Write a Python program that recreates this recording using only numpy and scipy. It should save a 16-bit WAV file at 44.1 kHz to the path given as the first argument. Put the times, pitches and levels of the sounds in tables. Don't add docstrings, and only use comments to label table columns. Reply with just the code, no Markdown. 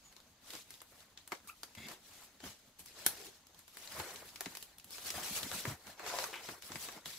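import sys
import numpy as np
from scipy import signal
from scipy.fft import rfft, irfft, next_fast_len
from scipy.io import wavfile
from scipy.ndimage import uniform_filter1d, map_coordinates

SR = 44100
rng = np.random.default_rng(int(sys.argv[2]) if len(sys.argv) > 2 else 0)


def unload_wav(signal):
    wavfile.write(
        sys.argv[1],
        SR,
        np.round(np.clip(np.atleast_2d(signal).T, -1, 1) * 32767).astype(np.int16),
    )


N = 316638

# sheen_db, crunch_db, rumble_db
LITTER_STIRS = [(0.185, 0.37, 0.073, -67.5, -2, -12, 2), (0.531, 0.14, 0.14, -51.5, -1, -6, -12),
                (0.72, 0.14, 0.19, -62.5, -0.5, -15, -18), (0.95, 0.17, .22, -64.5, 2, -5, -3),
                (1.18, .02, 0.12, -64, -7, -20, -10), (1.325, 0.025, 0.089, -58.5, -4, 2, -7),
                (1.484, 0.013, 0.062, -54, 3, -30, -30), (1.64, 0.1, 0.39, -66.5, -2, -11, -19),
                (1.78, .025, 0.18, -63, -5, -2, 10.5), (1.916, 0.12, 0.085, -53, -1.5, 0.5, 0),
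                (2.09, 0.11, 0.28, -60, -1.5, -8.5, -10), (2.24, 0.25, 0.15, -59.5, 0.5, -3.5, -9),
                (2.461, 0.082, 0.15, -52, -3.5, -4.5, 0.5), (2.794, 0.015, .16, -60.5, 5.5, -24, -8),
                (2.87, .03, 0.16, -59.5, -2, -20, -6), (2.993, .1, 0.44, -54, -2, -5, -20),
                (3.073, 0.033, 0.22, -50, -2, -3, -8), (3.26, 0.3, 0.16, -54.5, -1, -11.5, -7),
                (3.6, 0.26, 0.39, -67, -2, -9, -20), (3.79, 0.16, 0.16, -56, 0, -9, -22),
                (3.93, 0.19, 0.12, -52.5, -0.5, -5.5, -20), (4, 0.15, 0.22, -48, -0.5, 1, -13),
                (4.15, 0.16, 0.41, -55, 0, -1.5, -4), (4.415, 0.13, 0.25, -58.5, -1, -2.5, -20),
                (4.51, 0.24, 0.13, -57, 1.5, -7, -10), (4.63, 0.09, 0.1, -57, 1, -13, -15),
                (4.8, .06, .09, -75, -7, -23, -14), (4.93, 0.085, 0.35, -53, 1, -8.5, -21),
                (5.083, 0.11, 0.08, -45.5, 0, -7, -11), (5.172, 0.12, 0.16, -44, 0, -2, -6),
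                (5.28, 0.11, 0.095, -46.5, 0.5, -4, -11), (5.37, 0.11, 0.079, -41, 2.5, -12, -7.5),
                (5.434, 0.058, .1, -46, 3, -6, -0.5), (5.541, 0.13, 0.17, -43.5, 0, -6.5, -6.5),
                (5.68, 0.082, 0.12, -48, -0.5, 0.5, 4), (5.88, 0.066, 0.094, -55, -2, 0.5, -3.5),
                (6.003, 0.045, 0.19, -57.5, -11, 5, -12), (6.082, 0.086, 0.39, -46, -4, 0, -12.5),
                (6.215, 0.1, 0.14, -44, 1, -1, -14), (6.4, 0.12, 0.25, -60, -8, -1, -33),
                (6.501, 0.24, 0.14, -52, -0.5, -1.5, -6), (6.635, 0.039, 0.37, -55, 0, -4.5, -7),
                (6.75, 0.18, 0.17, -53, -3, -5, -3), (6.849, 0.18, 0.19, -49, 1, -8, -20),
                (6.975, 0.086, .04, -60.5, -6, 6.5, 4), (7.061, 0.017, 0.27, -50.5, 0, -13, -7)]
# sheen_db, crunch_db, rumble_db
LITTER_REST = (-74.5, -1.5, 2.5, 3)
RAMP_POWERS = (1.4, 1.5, 1.6, 2.4)
# pitch_hz, level_db
CRACKLE_COLOUR = [(900, -11), (1600, -8), (2600, -2.5), (4100, 0), (6500, -2.5), (8000, -4.5), (9500, -66)]
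SHEEN_COLOUR = [(6000, -21), (8000, -8.5), (10000, -9.5), (11600, -5.5), (13500, -13), (15400, -11.5)]
CRUNCH_COLOUR = [(180, -44), (320, -2.5), (700, -1), (1300, -3), (2200, -5), (3500, -24)]
RUMBLE_COLOUR = [(20, -45), (45, -36), (75, 3), (110, -4.5), (220, -1), (330, -10.5), (500, -19)]
# pitch_hz, level_db
AIR_COLOUR = [(18, -8), (30, 4), (86, 3.5), (149, -4.5), (279, 3), (372, -17), (680, -10), (1090, -19),
              (1340, -20), (1890, -46), (2520, -11), (4150, -6), (5680, -14), (7390, -13), (15800, -68)]
# pitch_hz, likeness (1 same, 0 unrelated)
LEFT_RIGHT_LIKENESS = [(60, .98), (250, .94), (640, .8), (1400, .62), (3100, .2), (7000, .05), (15000, -.1)]
# pitch_hz, width_hz, level_db
INSECT_BAND = [(6400, 400, 0)]
# time_s, pitch_hz, level_db
BIRD_CHIRP = [(0.025, 6870, -82), (0.057, 6957, -64), (0.115, 6500, -75)]
# knock_db, sheen_db; last the piece's own pitch_hz
SNAP_EVENTS = [(0.125, -59, -4.5, -1, 4120), (0.164, -52.5, -12, -5, 4370), (0.2015, -58.5, -6, -2, 3740),
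               (0.5033, -44, -19, -1, 3230), (0.5345, -45, -6, 1, 3900), (0.5509, -43, -5, -15, 3950),
               (0.705, -49, -9.5, 5.5, 2080), (0.7394, -50.5, -26, -4, 3660), (0.8035, -52, -16, -13, 4700),
               (0.8163, -52.5, -1.5, 8, 1590), (1.004, -55, -24, -6, 2750), (1.1741, -45, -34, -19, 3100),
               (1.2754, -52.5, -12, 9, 4570), (1.3194, -40, 7.5, -27, 1180), (1.401, -64, -6, -18, 1190),
               (1.4731, -56, -29, 9, 1280), (1.6316, -39.5, -8, 0, 4500), (1.75, -47, -12.5, -3, 2300),
               (1.8842, -43, -19, -2, 2540), (2.4024, -52, -4, -14, 2000), (2.4389, -51, 2, -1, 1990),
               (2.7926, -63, -18, 19, 2030), (2.8585, -51.5, -14, 5, 5430), (3.0628, -24.5, -28, 9.5, 1580),
               (3.468, -58.5, -20, 3, 5500), (3.5448, -58, -23, 0, 4220), (3.5905, -58, -8, 11, 3680),
               (3.6787, -54.5, -6, 5.5, 3700), (3.7696, -47, -5, 4.5, 1920), (3.8736, -45, -24, -20, 4230),
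               (3.9987, -38, 1, -10, 1940), (4.1583, -43, -23, -7, 3580), (4.2885, -49.5, -18, -16, 3740),
               (4.3578, -42.5, -17, -4, 2270), (4.4068, -38.5, -1, 6, 5700),
               (4.458, -38.5, -1.5, -14, 1730), (4.5506, -39.5, -32, -3, 2280), (4.57, -43.5, -10, 4, 4700),
               (4.6252, -46.5, -14.5, 6.5, 3340), (4.7826, -55, -33, 8.5, 3380),
               (4.7972, -52, -36, -9, 4210), (4.8432, -56, -22, 10.5, 4240), (4.9058, -52, -11, 8, 4520),
               (4.9811, -44.5, -3, -16, 1020), (5.1028, -33.5, -32, -2, 6060),
               (5.4301, -36.5, -24, -8, 3740), (5.514, -39, -1, -15, 1950), (5.6524, -41.5, 6, -5, 1330),
               (5.8682, -46.5, -12, -16, 1270), (5.9944, -53, 12, -26, 1330),
               (6.0629, -40.5, -2, -23, 1710), (6.186, -33, -3.5, -20, 1090), (6.2395, -34.5, -4, -5, 1090),
               (6.3287, -49.5, 5, -22, 2220), (6.3556, -46.5, 0, -14, 2500), (6.4869, -46.5, 7, -16, 1610),
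               (6.622, -47, -24, 0, 2400), (6.718, -40.5, -9, -17, 1000), (6.756, -40.5, -3, -16, 2170),
               (6.8858, -43.5, 0, -23, 2590), (7.0569, -41, -6.5, -3, 3460)]
# start_s, level_db, pitch_hz
SOIL_THUDS = [(0.539, -49, 299), (1.321, -47, 254), (1.767, -39.5, 108), (1.798, -45.5, 205),
              (1.836, -46, 260), (1.855, -41, 199), (2.432, -40.5, 250), (2.451, -45, 69.6),
              (2.468, -48, 133), (3.999, -43, 104), (4.46, -38.5, 218), (5.307, -41.5, 200),
              (5.458, -43, 238), (5.655, -35.5, 155), (5.674, -33, 122), (5.708, -34, 85),
              (6.484, -41.5, 220), (6.509, -46, 233), (6.701, -45, 229), (6.748, -40, 192),
              (6.88, -46, 230), (6.962, -47.5, 237), (7.058, -44.5, 130)]
# time_s, pitch_hz, level_db
WICKER_SQUEAK = [(1.482, 1097, -74), (1.49, 1165, -50.5), (1.497, 1254, -47.5), (1.504, 1334, -53),
                 (1.512, 1350, -83), (1.53, 1300, -60), (1.545, 1210, -64)]
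# time_s, level_db
SCRAPE_STROKE = [(1.765, -57), (1.785, -52), (1.82, -54), (1.855, -52), (1.885, -60)]
# pitch_hz, width_hz, level_db
SCRAPE_RING = [(2100, 72, 7.5), (2700, 80, -1), (3440, 200, -1.5), (4900, 110, -7), (6450, 250, -19),
               (7300, 193, -10)]
# time_s, level_db
CREAK_STROKE = [(3.175, -57), (3.25, -57), (3.315, -64)]
# pitch_hz, width_hz, level_db
CREAK_HOLLOW = [(402, 66, 1), (780, 29, -1)]
# time_s, level_db
TEAR_STROKE = [(6.03, -53), (6.04, -63), (6.146, -43), (6.258, -58), (6.27, -68)]
# pitch_hz, width_hz, level_db
STEM_HOLLOW = [(536, 42, 0.5), (718, 42, -1.5), (1000, 44, -3)]
# time_s, level_db
SLIDE_STROKE = [(6.324, -50), (6.34, -46), (6.37, -47), (6.39, -56), (6.415, -59)]
# pitch_hz, width_hz, level_db
BLADE_COLOUR = [(1310, 1500, -5.5), (2480, 620, -1), (3130, 400, -3.5)]
# pitch_hz, t60_s
ECHO_T60 = [(200, 0.13), (2000, 0.13), (12000, 0.16)]
# pitch_hz, level_db
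TOP_END = [(15600, 0), (15800, -25), (16000, -50)]

TOP_HZ = 16600
AIR_DB, INSECTS_DB, ECHO_DB = -72.5, -79, -5.0
SETTLE_DB, SETTLE_T60_S = -12, 1
SNAP_T60_S, KNOCK_T60_S, SHEEN_T60_S, THUD_T60_S = 0.026, 0.052, 0.025, 0.077
CRACK, CRACK_AT_S, CRACK_WIDTH_S = 1.56, 0.0016, 0.0011


def amp(db):
    return 10 ** (np.asarray(db) / 20)


def unit(x):
    return x / np.sqrt(np.mean(x ** 2) + 1e-20)


def along(points, hz):
    pitches, values = np.transpose(points)
    return np.interp(np.log(hz + 1), np.log(pitches + 1), values)


def curves(rows):
    times, *columns = np.transpose(rows)
    return [np.interp(np.arange(N) / SR, times, column) for column in columns]


def stroke(rows):
    times, t = np.transpose(rows)[0], np.arange(N) / SR
    to_edge = np.minimum(t - times[0], times[-1] - t)
    return np.clip(to_edge / 0.008, 0, 1) * amp(curves(rows)[-1])


def wobble(rate):
    points = rng.standard_normal(int(N * rate / SR) + 4)
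    return map_coordinates(points, [np.arange(N) * rate / SR])


def filtered(x, response):
    n = x.shape[-1]
    padded = next_fast_len(n + 8192)
    spectrum = rfft(x, padded) * response(np.fft.rfftfreq(padded, 1 / SR))
    return irfft(spectrum, padded)[..., :n]


def modes(table):
    def response(f):
        total = 0
        for k, (centre, width, db) in enumerate(table):
            peak = 1j * f * width / (centre ** 2 - f ** 2 + 1j * f * width)
            total = total + (-1) ** k * amp(db) * peak
        return total
    return response


def spread(pair, colour):
    def response(hz):
        angle = np.arccos(np.clip(along(LEFT_RIGHT_LIKENESS, hz), -1, 1)) / 2
        return amp(along(colour, hz)) * [np.cos(angle), np.sin(angle)]
    mid, side = filtered(pair, response)
    return unit(np.array([mid + side, mid - side]))


def noise_pair(n=N):
    return rng.standard_normal((2, n))


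def grit(per_s, scatter_db, life_s):
    chance, luck = rng.random((2, N))
    starts = (chance < per_s / SR) * amp(-scatter_db * np.log(luck + 0.04))
    return unit(signal.lfilter([1], [1, -np.exp(-1 / (life_s * SR))], starts))


def patchy(patchy_db):
    z = signal.stft(noise_pair(), nperseg=512)[2]
    field = rng.standard_normal(z.shape[1:])
    for axis in (0, 1):
        field = uniform_filter1d(field, size=3, axis=axis)
    return signal.istft(z * amp(patchy_db * unit(field)), nperseg=512)[1][:, :N]


def stirred(layer):
    t = np.arange(0, N + 64, 64) / SR
    power = amp(LITTER_REST[0] + [0, *LITTER_REST[1:]][layer]) ** 2
    for s, swell, fade, db, *relative in LITTER_STIRS:
        distance = np.where(t < s, (s - t) / swell, (t - s) / fade)
        ramp = np.clip(1 - distance, 0, 1) ** RAMP_POWERS[layer]
        settle = (t > s) * (layer < 3) * amp(SETTLE_DB - 60 * abs(t - s) / SETTLE_T60_S)
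        power = power + amp(db + [0, *relative][layer]) ** 2 * (ramp ** 2 + settle ** 2)
    return np.interp(np.arange(N) / SR, t, np.sqrt(power))


def leaves():
    shared = grit(350, scatter_db=5.5, life_s=0.0046)
    surge_db = 1.64 * wobble(25)
    breaks = 1.53 + 0.28 * shared + 0.26 * grit(280, scatter_db=6.5, life_s=0.001)
    crackle = spread(breaks * patchy(3.2), CRACKLE_COLOUR) * stirred(layer=0)
    crackle = crackle * amp(surge_db + 1.07 * wobble(19))
    sheen = spread((0.88 + 0.43 * shared) * patchy(1.9), SHEEN_COLOUR) * stirred(layer=1)
    sheen = sheen * amp(surge_db)
    return crackle * amp([[0.85], [-0.85]]) + sheen * amp([[0.6], [-0.6]])


def weight():
    breaks = 0.63 + 0.67 * grit(120, scatter_db=-0.5, life_s=0.02)
    crunch = spread(breaks * patchy(3.04), CRUNCH_COLOUR) * stirred(layer=2)
    lumps = amp(4.4 * wobble(22))
    rumble = spread(lumps * noise_pair(), RUMBLE_COLOUR) * stirred(layer=3)
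    return crunch * amp([[0.7], [-0.7]]) + rumble


def steady_air():
    return amp(AIR_DB + 1.1 * wobble(3.22)) * spread(noise_pair(), AIR_COLOUR)


def insects():
    hiss = filtered(noise_pair(), lambda f: modes(INSECT_BAND)(f) ** 2)
    return amp(INSECTS_DB + 3.2 * wobble(6.7)) * unit(hiss)


def bird():
    hz = curves(BIRD_CHIRP)[0] + 150 * wobble(520)
    return np.sqrt(2) * stroke(BIRD_CHIRP) * np.sin(2 * np.pi * np.cumsum(hz) / SR)


def snaps():
    out, t = np.zeros((2, N + SR)), np.arange(SR // 5) / SR
    spike = 1 + CRACK * np.exp(-((t - CRACK_AT_S) / CRACK_WIDTH_S) ** 2)
    attack = 1 - np.exp(-t / 0.002)
    for s, db, knock_db, sheen_db, hz in SNAP_EVENTS:
        own = unit(filtered(rng.standard_normal(len(t)), modes([(hz, hz / 5, 0)])))
        middle = spread(noise_pair(len(t)), CRACKLE_COLOUR) + 0.65 * own
        knock = spread(noise_pair(len(t)), CRUNCH_COLOUR)
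        sheen = spread(noise_pair(len(t)), SHEEN_COLOUR)
        burst = amp(-60 * t / SNAP_T60_S) * middle
        burst = burst + amp(knock_db - 60 * t / KNOCK_T60_S) * knock
        burst = burst + amp(sheen_db - 60 * t / SHEEN_T60_S) * sheen
        start = round(s * SR)
        out[:, start:start + len(t)] += amp(db) * attack * spike * burst
    return out[:, :N]


def thuds():
    out, t = np.zeros(N + SR), np.arange(SR // 4) / SR
    for s, db, hz in SOIL_THUDS:
        fade = amp(db - 60 * t / THUD_T60_S) * (1 - np.exp(-t / 0.005))
        soil = modes([(hz, hz * 0.9, 0)])
        puff = unit(filtered(rng.standard_normal(len(t)), lambda f: soil(f) ** 2))
        start = round(s * SR)
        out[start:start + len(t)] += fade * puff
    return out[:N]


def squeak():
    hz = curves(WICKER_SQUEAK)[0] * (1 + 0.068 * wobble(540))
    phase = 2 * np.pi * np.cumsum(hz) / SR
    push = stroke(WICKER_SQUEAK)
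    octave = 1.13 * push / push.max() * np.sin(2 * phase)
    return amp(2.1 * wobble(245.5)) * push * (np.sin(phase) + octave)


def rubbing(rows, table, per_s, scatter_db):
    slips = (0.99 + grit(per_s, scatter_db, life_s=0.00032)) * rng.standard_normal(N)
    return stroke(rows) * unit(filtered(slips, modes(table)))


def basket_scrape():
    return rubbing(SCRAPE_STROKE, SCRAPE_RING, per_s=430, scatter_db=3)


def wicker_creak():
    return rubbing(CREAK_STROKE, CREAK_HOLLOW, per_s=56, scatter_db=3.8)


def stem_tear():
    return rubbing(TEAR_STROKE, STEM_HOLLOW, per_s=197, scatter_db=2.2)


def blade_slide():
    return rubbing(SLIDE_STROKE, BLADE_COLOUR, per_s=380, scatter_db=4.7)


def grove(x):
    hz, _, z = signal.stft(noise_pair(SR // 2), SR, nperseg=256)
    t = np.arange(z.shape[-1]) * 128 / SR
    fade = amp(-60 * t / along(ECHO_T60, hz)[:, None])
    tail = signal.istft(z * fade, SR, nperseg=256)[1]
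    return signal.fftconvolve(x, tail / np.linalg.norm(tail[0]), axes=1)[:, :N]


def scene():
    wicker = squeak() + basket_scrape() + wicker_creak()
    stem = stem_tear() + blade_slide()
    echoing = (bird() + snaps() + wicker + stem) * amp([[0.8], [-0.8]])
    background = leaves() + weight() + steady_air() + insects()
    return echoing + amp(ECHO_DB) * grove(echoing) + thuds() + background


def record(dry):
    return filtered(dry, lambda hz: amp(along(TOP_END, hz)) * (hz < TOP_HZ))


dry = scene()
out = record(dry)
unload_wav(out)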